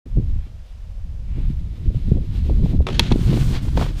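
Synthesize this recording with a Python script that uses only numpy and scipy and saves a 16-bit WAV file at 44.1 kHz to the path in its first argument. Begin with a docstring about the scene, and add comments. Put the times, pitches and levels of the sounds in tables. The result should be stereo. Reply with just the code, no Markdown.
"""Snowboard on a box in the wind

Wind rumbles and buffets a microphone: slowly modulated bands of noise, and single swings of pressure for the eddies.
A board carves over snow (granular friction noise), strikes a box with a clatter and a hard slap (noise bursts and
decaying modes), and slides along it (friction driving those modes). Its edge then skids through the snow, throws
powder, and the rider falls with dull thumps (noise bursts). Both channels are equal and no walls answer."""
import sys
import numpy as np
from scipy import signal
from scipy.fft import rfft, irfft, next_fast_len
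from scipy.io import wavfile
from scipy.ndimage import uniform_filter1d, map_coordinates

SR = 44100
rng = np.random.default_rng(int(sys.argv[2]) if len(sys.argv) > 2 else 0)


def unload_audio(sound):
    """Save the sound as a 16-bit wav file, at the path given as the first command line argument."""
    columns = np.transpose(np.atleast_2d(sound))
    # keep every value between -1 and 1, then stretch to whole-number steps
    steps = np.round(np.clip(columns, -1, 1) * 32767)
    wavfile.write(sys.argv[1], SR, steps.astype(np.int16))


N = 176400

# Levels are before the trims below; spectra are relative, since coloured noise is brought to rms 1.
# Wind strength, from the slow rumble to the fast flutter of gusts: (time [s], level [dB])
RUMBLE_LEVEL = [(0.06, -38), (0.17, -14), (0.2, -21.5), (0.38, -19.5), (0.42, -28), (0.65, -35.5),
                (0.89, -29.5), (1.27, -27.5), (1.49, -15.5), (1.5, -20.5), (1.84, -30.5), (1.87, -12.5),
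                (1.94, -28), (1.97, -13), (2.0, -36), (2.02, -19.5), (2.23, -19.5), (2.26, -28),
                (2.5, -14.5), (2.73, -24.5), (2.8, -9.5), (2.88, -34), (2.98, -17), (3.09, -23),
                (3.13, -16), (3.2, -23), (3.27, -13.5), (3.31, -22), (3.57, -19.5), (3.59, -28),
                (3.78, -18.5), (4.0, -26)]
ROAR_LEVEL = [(0.06, -47.5), (0.14, -46), (0.18, -15), (0.27, -38), (0.67, -59), (1.34, -39.5),
              (1.38, -27.5), (1.74, -40.5), (1.96, -23.5), (1.99, -34), (2.08, -26), (2.12, -26),
              (2.16, -23.5), (2.26, -30.5), (2.56, -31), (2.65, -11), (2.67, -17), (2.81, -22),
              (2.87, -29.5), (3.06, -19.5), (3.14, -28.5), (3.25, -25.5), (3.31, -15.5), (3.37, -20),
              (3.41, -16.5), (3.54, -23.5), (3.76, -25.5), (3.78, -18.5), (3.99, -36), (4.0, -28)]
FLUTTER_LEVEL = [(0.06, -41.5), (0.14, -73), (0.18, -25), (0.25, -44), (0.67, -72.5), (1.34, -51.5),
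                 (1.38, -33), (1.46, -59), (1.51, -47), (1.53, -51.5), (1.74, -49), (1.88, -41),
                 (2.06, -47), (2.12, -33.5), (2.14, -33), (2.18, -30.5), (2.29, -47.5), (2.39, -35),
                 (2.41, -58), (2.51, -22), (2.53, -37.5), (2.66, -29.5), (2.69, -29), (2.74, -18),
                 (2.76, -29.5), (2.86, -36.5), (2.87, -33.5), (2.97, -35), (3.0, -19), (3.03, -35),
                 (3.08, -32), (3.12, -24), (3.14, -26), (3.15, -32), (3.24, -31.5), (3.35, -24),
                 (3.44, -31.5), (3.56, -30), (3.59, -42), (3.68, -30.5), (3.71, -46.5), (3.78, -25),
                 (3.94, -43), (4.0, -46)]
# Wind and open-air spectra: (frequency [Hz], density [dB per Hz])
RUMBLE_TONE = [(10, -14.5), (22, 2), (38, 2), (65, -1.5), (95, -10), (140, -22), (220, -29.5), (500, -80.5),
               (1000, -120)]
ROAR_TONE = [(40, -25.5), (85, -2), (120, 2), (160, -3), (210, -12), (300, -25.5), (500, -66), (1000, -105)]
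FLUTTER_TONE = [(110, -7.5), (190, 1), (260, 1), (340, -3), (450, -12), (700, -27), (1200, -42.5),
                (2500, -94)]
AIR_TONE = [(100, -6.5), (350, -5), (520, 5), (900, -3.5), (1500, -7.5), (3000, -8.5), (4600, -12.5),
            (5600, -13.5), (9000, -21), (15000, -27.5)]
# Board gliding on snow: (time [s], level [dB])
CARVE_LEVEL = [(0.08, -71), (0.27, -65), (0.48, -63), (0.5, -92), (0.63, -81.5), (0.67, -64), (1.1, -84),
               (1.4, -59), (1.71, -64), (1.92, -58), (2.29, -58.5), (2.35, -52), (2.63, -54), (2.67, -49),
               (2.77, -56), (2.8, -81), (2.82, -56), (2.85, -65)]
# Edge biting into the snow in a turn: (time [s], level [dB], rise [s], fall [s])
TURNS = [(.47, -62.5, 0.16, .012), (1.41, -55, 0.092, 0.056)]
# Spectra of glide and turn: (frequency [Hz], density [dB per Hz])
CARVE_TONE = [(300, -22.5), (800, 0.5), (1500, -3.5), (2500, 0), (4000, 0), (5500, -11), (8000, -14.5),
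              (11000, -19), (15000, -20)]
TURN_TONE = [(400, -19), (1000, 4.5), (1600, 0), (2300, 5), (3200, -1), (5000, -15), (9000, -46)]
# Eddies that hit the microphone: (time [s], level [dB], frequency [Hz])
EDDIES = [(.173, -15.5, 313), (.185, -10, 195), (0.198, -17, 230), (.361, -24.5, 154), (0.469, -32, 210),
          (1.384, -17, 224), (1.504, -12.5, 158), (1.874, -19, 80), (1.905, -25, 322), (1.947, -24.5, 347),
          (2.085, -14.5, 170), (2.118, -9, 287), (2.122, 0, 116), (2.171, -23.5, 346), (2.498, -17, 510),
          (2.649, -11, 166), (2.661, -19.5, 490), (2.736, -19.5, 298), (2.806, -16, 420), (2.81, -4.5, 55),
          (3.11, -16, 170), (3.1161, -10, 670), (3.119, -2.5, 233), (3.126, -2.5, 134), (3.160, -4, 245),
          (3.193, -15, 224), (3.217, -9.5, 127), (3.271, -10.5, 129), (3.298, -6.5, 152), (3.331, -15, 403),
          (3.343, -6.5, 185), (3.375, -16.5, 510), (3.416, -6, 99), (3.489, -11.5, 122)]
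# Board sliding on the box: (time [s], level [dB])
SLIDE_LEVEL = [(2.865, -60), (2.874, -40), (2.905, -41), (2.915, -39), (2.945, -35), (2.985, -43.5),
               (3.01, -33.5), (3.03, -37.5), (3.06, -31.5), (3.095, -40), (3.12, -29.5), (3.145, -64)]
# Spectrum of the sliding friction: (frequency [Hz], density [dB per Hz])
SLIDE_TONE = [(200, 9), (500, 5.5), (1100, -1), (1500, 4), (2200, 2.5), (3300, 5.5), (4300, 0), (5300, -7),
              (7000, -10.5), (8500, -19), (15000, -35)]
# Modes of board and box: (frequency [Hz], level [dB], t60 [s])
RING_MODES = [(627, -17.5, .019), (932, -12, 0.029), (1856, -18.5, 0.03), (2000, -20, 0.033),
              (2170, -13, 0.021), (2420, -28, 0.019), (2643, -8.5, 0.023), (2849, -18, 0.017),
              (3380, 0.5, 0.015), (3770, -5.5, 0.019), (4010, -4.5, 0.017), (4230, -8, 0.021),
              (4590, -16, 0.029), (5550, -9, 0.0082), (5780, -19, 0.015), (6370, -17, 0.015),
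              (8160, -24, 0.014), (8600, -21, 0.011), (9350, -22, .012), (10440, -31, 0.014)]
# Modes of the hollow body of the box: (frequency [Hz], level [dB], t60 [s])
BOOM_MODES = [(380, -3.5, 0.14), (445, -7, .06), (537, -6.5, .08), (605, -4, .04), (695, -9.5, .045),
              (810, -8.5, 0.066), (930, -4, 0.039), (1090, -6, 0.059), (1263, 0, 0.027)]
# Board striking the box:
# (time [s], snap [dB], crack [dB], ring [dB], boom [dB], crack t60 [s], rise of the ring [s])
KNOCKS = [(2.868, -32, -22, -26, -21.5, 0.038, 0.000088), (2.8869, -38, -23, -40, -23.5, 0.022, .0004),
          (2.901, -39, -29, -44, -32, .025, 0.00027), (2.9946, -3, -14, -0.5, -27, 0.03, 0.00006),
          (3.12, -34, -28, -12, -30, 0.026, 0.0013)]
# Spectra of snap and crack: (frequency [Hz], density [dB per Hz])
SNAP_TONE = [(500, 0), (1800, 2), (3000, -4), (4200, -2), (5000, -3), (6500, -2), (9000, -13), (12000, -27),
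             (14500, -24)]
CRACK_TONE = [(300, -17), (900, -8), (1500, -5), (2500, 5), (3400, 3.5), (4400, -13), (5200, -6),
              (7000, -21), (10000, -24), (12500, -31), (14500, -42)]
# Edge and body ploughing the snow, and the thrown powder: (time [s], level [dB])
SKID_LEVEL = [(3.14, -45), (3.144, -47), (3.354, -39), (3.518, -43), (3.568, -35.5), (3.618, -49.5),
              (3.688, -46), (3.712, -53), (3.762, -46), (3.774, -35.5), (3.788, -40.5), (3.812, -33),
              (3.946, -52.5), (4.0, -42.5)]
POWDER_LEVEL = [(3.14, -56), (3.242, -49.5), (3.3, -52.5), (3.378, -46.5), (3.54, -47.5), (3.61, -63),
                (3.628, -52), (3.74, -58), (3.81, -46), (3.916, -60.5), (3.966, -59.5), (4.0, -47)]
# Spectra of skid and powder: (frequency [Hz], density [dB per Hz])
SKID_TONE = [(200, -7), (600, 2.5), (1200, 1), (2000, -1), (3300, 1), (4400, -2), (5400, -9), (8000, -20.5),
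             (15000, -29)]
POWDER_TONE = [(2000, -8), (5000, 5.5), (7000, 5.5), (9000, 3.5), (11500, -4), (14000, -0.5), (16000, -9)]
# Rider thumping into the snow: (time [s], level [dB], t60 [s])
THUMPS = [(3.651, -30, 0.023), (3.683, -30, 0.026), (3.7733, -9, 0.024), (3.793, -22, 0.036),
          (3.812, -15, 0.036), (3.823, -21.5, 0.059), (3.861, -27, 0.038)]
# Spectra of thump, packing snow and icy crust: (frequency [Hz], density [dB per Hz])
THUMP_TONE = [(60, -11), (200, -1), (450, 1), (800, -1), (1400, -10), (3000, -26.5), (6000, -31),
              (12000, -50)]
CRUNCH_TONE = [(150, -6), (350, 0), (700, 2), (1300, -6), (1900, -20), (4000, -28), (9000, -42)]
CRUST_TONE = [(1500, -18), (3000, -8), (4200, 2), (5000, -1), (5900, -1), (7000, -12), (10000, -18),
              (15000, -26)]

# Level trims [dB]; AIR_DB is the whole level of the open-air hiss
AIR_DB, RUMBLE_DB, ROAR_DB, FLUTTER_DB = -58, 0.5, -1, -1
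CARVE_DB, SLIDE_DB, SKID_DB, POWDER_DB = 1, -0.5, 1, 1
WHINE_HZ, WHINE_WOBBLE_HZ, WHINE_DB = 5000, 5, -77.5
EDDY_CYCLES = 0.46  # width of an eddy, in periods of its swing
EDDY_SPREAD = 2.54  # frequency of its small partner over its own
SLIDE_RING_DB = -7  # ring in the slide, relative to the bare friction
SNAP_T60_S = 0.0029
# Deepest push into the snow: after the end, so only a vanishing trace of its build-up falls inside
CRUNCH_S = 4.2
CRUNCH_DB, CRUNCH_RISE_S, CRUNCH_FALL_S = -25.5, 0.024, 0.014
CRUST_DB, CRUST_RISE_S, CRUST_FALL_S = -38, 0.035, 0.045
START_S = 0.055  # silence before this
TOP_HZ = 15350  # band limit


def amp(db):
    """Decibel law: 20 dB is a factor of ten in amplitude."""
    return 10 ** (np.asarray(db) / 20)


def unit(x):
    """Normalisation by mean power: x at rms 1."""
    return x / np.sqrt(np.mean(x ** 2) + 1e-20)


def clock():
    """Uniform sampling: the time [s] of every sample."""
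    return np.arange(N) / SR


def level(rows, fade_s=0.03):
    """Amplitude envelope: gain linear in dB between points, decaying exponentially outside them."""
    s, db = np.transpose(rows)
    t = clock()
    outside = np.maximum(0, np.maximum(s[0] - t, t - s[-1]))
    return amp(np.interp(t, s, db)) * np.exp(-outside / fade_s)


def swell(s, rise_s, fall_s):
    """Gaussian envelope: a smooth rise to 1 at time s, and a fall."""
    t = clock() - s
    width = np.where(t < 0, rise_s, fall_s)
    return np.exp(-0.5 * (t / width) ** 2)


def wobble(rate):
    """Band-limited random process: a smooth curve through rate random knots a second."""
    knots = rng.standard_normal(int(N * rate / SR) + 4)
    return map_coordinates(knots, [clock() * rate])


def colour(x, tone):
    """Linear filtering in the frequency domain: x shaped by the spectrum, at rms 1."""
    m = next_fast_len(len(x) + 8192)
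    hz, db = np.transpose(tone)
    log_hz = np.log(np.fft.rfftfreq(m, 1 / SR) + 1)  # +1 Hz avoids log(0)
    gain = amp(np.interp(log_hz, np.log(hz), db))
    return unit(irfft(rfft(x, m) * gain, m)[:len(x)])


def noise(tone):
    """Filtered white noise: a random sound of the given spectrum, at rms 1."""
    return colour(rng.standard_normal(N), tone)


def turbulence(tone, span_s):
    """Power equalisation: coloured noise divided by its own local strength over about span_s."""
    x = noise(tone)
    size = int(span_s * SR) + 1
    power = uniform_filter1d(uniform_filter1d(x * x, size), size)
    return unit(x / np.sqrt(np.abs(power) + 0.054))  # the floor keeps some unevenness


def grains(tone, rate, grain_db):
    """Granular friction: a hiss with tiny fractures of uneven size, on average rate a second."""
    hiss = rng.standard_normal(N)
    snaps = (rng.random(N) < rate / SR) * rng.standard_normal(N)
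    return colour(hiss + amp(grain_db) * unit(snaps), tone)


def burst(tone, t60, attack_s):
    """Impact noise: a quarter second of coloured noise under a quick rise and exponential decay."""
    t = np.arange(SR // 4) / SR
    shape = amp(-60 * t / t60) * (1 - np.exp(-t / attack_s))
    shaped_noise = colour(rng.standard_normal(len(t)), tone) * shape
    return unit(shaped_noise) * np.sqrt(np.mean(shape ** 2))


def add(out, s, x):
    """Superposition: mix x into out at time s."""
    part = out[round(s * SR):][:len(x)]
    part += x[:len(part)]


def wind():
    """Turbulent pressure: rumble, roar and lumpy flutter at the microphone, over faint open-air hiss."""
    rumble_gain = amp(RUMBLE_DB + 1.62 * wobble(18)) * level(RUMBLE_LEVEL)
    rumble = rumble_gain * turbulence(RUMBLE_TONE, span_s=0.063)
    roar_gain = amp(ROAR_DB + 3.1 * wobble(35)) * level(ROAR_LEVEL)
    roar = roar_gain * turbulence(ROAR_TONE, span_s=0.014)
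    flutter_gain = amp(FLUTTER_DB + 3.54 * wobble(60)) * level(FLUTTER_LEVEL)
    flutter = flutter_gain * turbulence(FLUTTER_TONE, span_s=0.044)
    air = amp(AIR_DB) * noise(AIR_TONE)
    return rumble + roar + flutter + air


def whine():
    """Phase and amplitude modulation: a thin, faint sine that wavers slightly."""
    gain = amp(WHINE_DB + 1.5 * wobble(WHINE_WOBBLE_HZ))
    phase = 2 * np.pi * WHINE_HZ * clock() + wobble(WHINE_WOBBLE_HZ)
    return gain * unit(np.sin(phase))


def run_up():
    """Sliding friction: the board hisses over packed snow; in each turn its edge scrapes lower."""
    glide_gain = amp(CARVE_DB + 2.1 * wobble(35.06)) * level(CARVE_LEVEL)
    glide = glide_gain * grains(CARVE_TONE, rate=1400, grain_db=-11)
    bite = sum(amp(db) * swell(s, rise_s, fall_s) for s, db, rise_s, fall_s in TURNS)
    return glide + bite * noise(TURN_TONE)


def eddies():
    """Passing vortices: each is a brief swing of pressure with a smaller, faster one riding on it."""
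    out = np.zeros(N)
    t = np.arange(SR // 10) / SR - 0.05  # centred on the eddy
    for s, db, hz in EDDIES:
        large_phase, small_phase = rng.uniform(0, 2 * np.pi, 2)
        turn = 2 * np.pi * hz * t
        swing = np.sin(turn + large_phase) + amp(-29) * np.sin(EDDY_SPREAD * turn + small_phase)
        envelope = 1 / np.cosh(np.clip(2 * t * hz / EDDY_CYCLES, -50, 50))
        add(out, s + t[0], amp(db) * swing * envelope)
    return out


def box_ring():
    """Modal decay: board and box ring briefly from rest, with mode levels a little different each time."""
    t = np.arange(SR // 4) / SR
    ring = np.zeros(len(t))
    for hz, db, t60 in RING_MODES:
        decay = amp(db + rng.normal(0, 0.39) - 60 * t / t60)
        ring += decay * np.sin(2 * np.pi * hz * t)
    return ring


def box_slide():
    """Friction-driven resonance: the base chatters along the box and keeps its modes ringing."""
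    rub = grains(SLIDE_TONE, rate=580, grain_db=-5.5)
    ring = unit(signal.fftconvolve(rng.standard_normal(N), box_ring())[:N])
    gain = amp(SLIDE_DB + 2.2 * wobble(130)) * level(SLIDE_LEVEL)
    return gain * unit(rub + amp(SLIDE_RING_DB) * ring)


def box_boom():
    """Hollow-body resonance: low decaying modes answer a blow, in a new mix and phase each time."""
    t = np.arange(SR // 2) / SR
    boom = np.zeros(len(t))
    for hz, db, t60 in BOOM_MODES:
        decay = amp(db + rng.normal(0, 1.9) - 60 * t / t60)
        boom += decay * np.sin(2 * np.pi * (hz * t + rng.random()))
    return boom * (1 - np.exp(-t / 0.00041))


def box_knocks():
    """Impact excitation: snap, crack, short ring and hollow boom; glancing blows ring up more slowly."""
    out = np.zeros(N)
    t = np.arange(SR // 4) / SR
    for s, snap_db, crack_db, ring_db, boom_db, crack_t60, rise_s in KNOCKS:
        add(out, s, amp(snap_db) * burst(SNAP_TONE, SNAP_T60_S, attack_s=0.00008))
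        add(out, s, amp(crack_db) * burst(CRACK_TONE, crack_t60, attack_s=0.00041))
        add(out, s, amp(ring_db) * box_ring() * (1 - np.exp(-t / rise_s)))
        add(out, s, amp(boom_db) * box_boom())
    return out


def skid():
    """Ploughing friction: the edge breaks through the snow in a grainy hiss of uneven strength."""
    gain = amp(SKID_DB + 1.47 * wobble(90)) * level(SKID_LEVEL)
    return gain * grains(SKID_TONE, rate=1200, grain_db=-3.5)


def powder():
    """Granular noise: thrown powder is a bright, dense, grainy hiss."""
    return amp(POWDER_DB) * level(POWDER_LEVEL) * grains(POWDER_TONE, rate=2700, grain_db=-6)


def thumps():
    """Damped soft impact: the rider's blows on the snow are dull noise bursts."""
    out = np.zeros(N)
    for s, db, t60 in THUMPS:
        add(out, s, amp(db) * burst(THUMP_TONE, t60, attack_s=0.0011))
    return out


def snow_crunch():
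    """Compaction fracture: grains of snow packing under weight, and icy crust around the same push."""
    packing = swell(CRUNCH_S, CRUNCH_RISE_S, CRUNCH_FALL_S) * grains(CRUNCH_TONE, rate=500, grain_db=5)
    crust = swell(CRUNCH_S, CRUST_RISE_S, CRUST_FALL_S) * grains(CRUST_TONE, rate=600, grain_db=2)
    return amp(CRUNCH_DB) * packing + amp(CRUST_DB) * crust


def scene():
    """Superposition of all sources, equal in both channels."""
    mono = wind() + eddies() + whine() + run_up() + box_knocks() + box_slide()
    mono += skid() + powder() + snow_crunch() + thumps()
    return np.array([mono, mono])


def record(dry):
    """Saturation and band limiting: a short fade-in, smoothly rounded peaks, then a steep low-pass."""
    x = dry * np.clip((clock() - START_S) / 0.004, 0, 1)
    x = x / (1 + np.abs(x / 0.86) ** 5) ** (1 / 5)  # approaches 0.86 at most
    low_pass = signal.ellip(10, 0.05, 60, TOP_HZ, fs=SR, output="sos")
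    return signal.sosfiltfilt(low_pass, x)


dry = scene()
out = record(dry)
unload_audio(out)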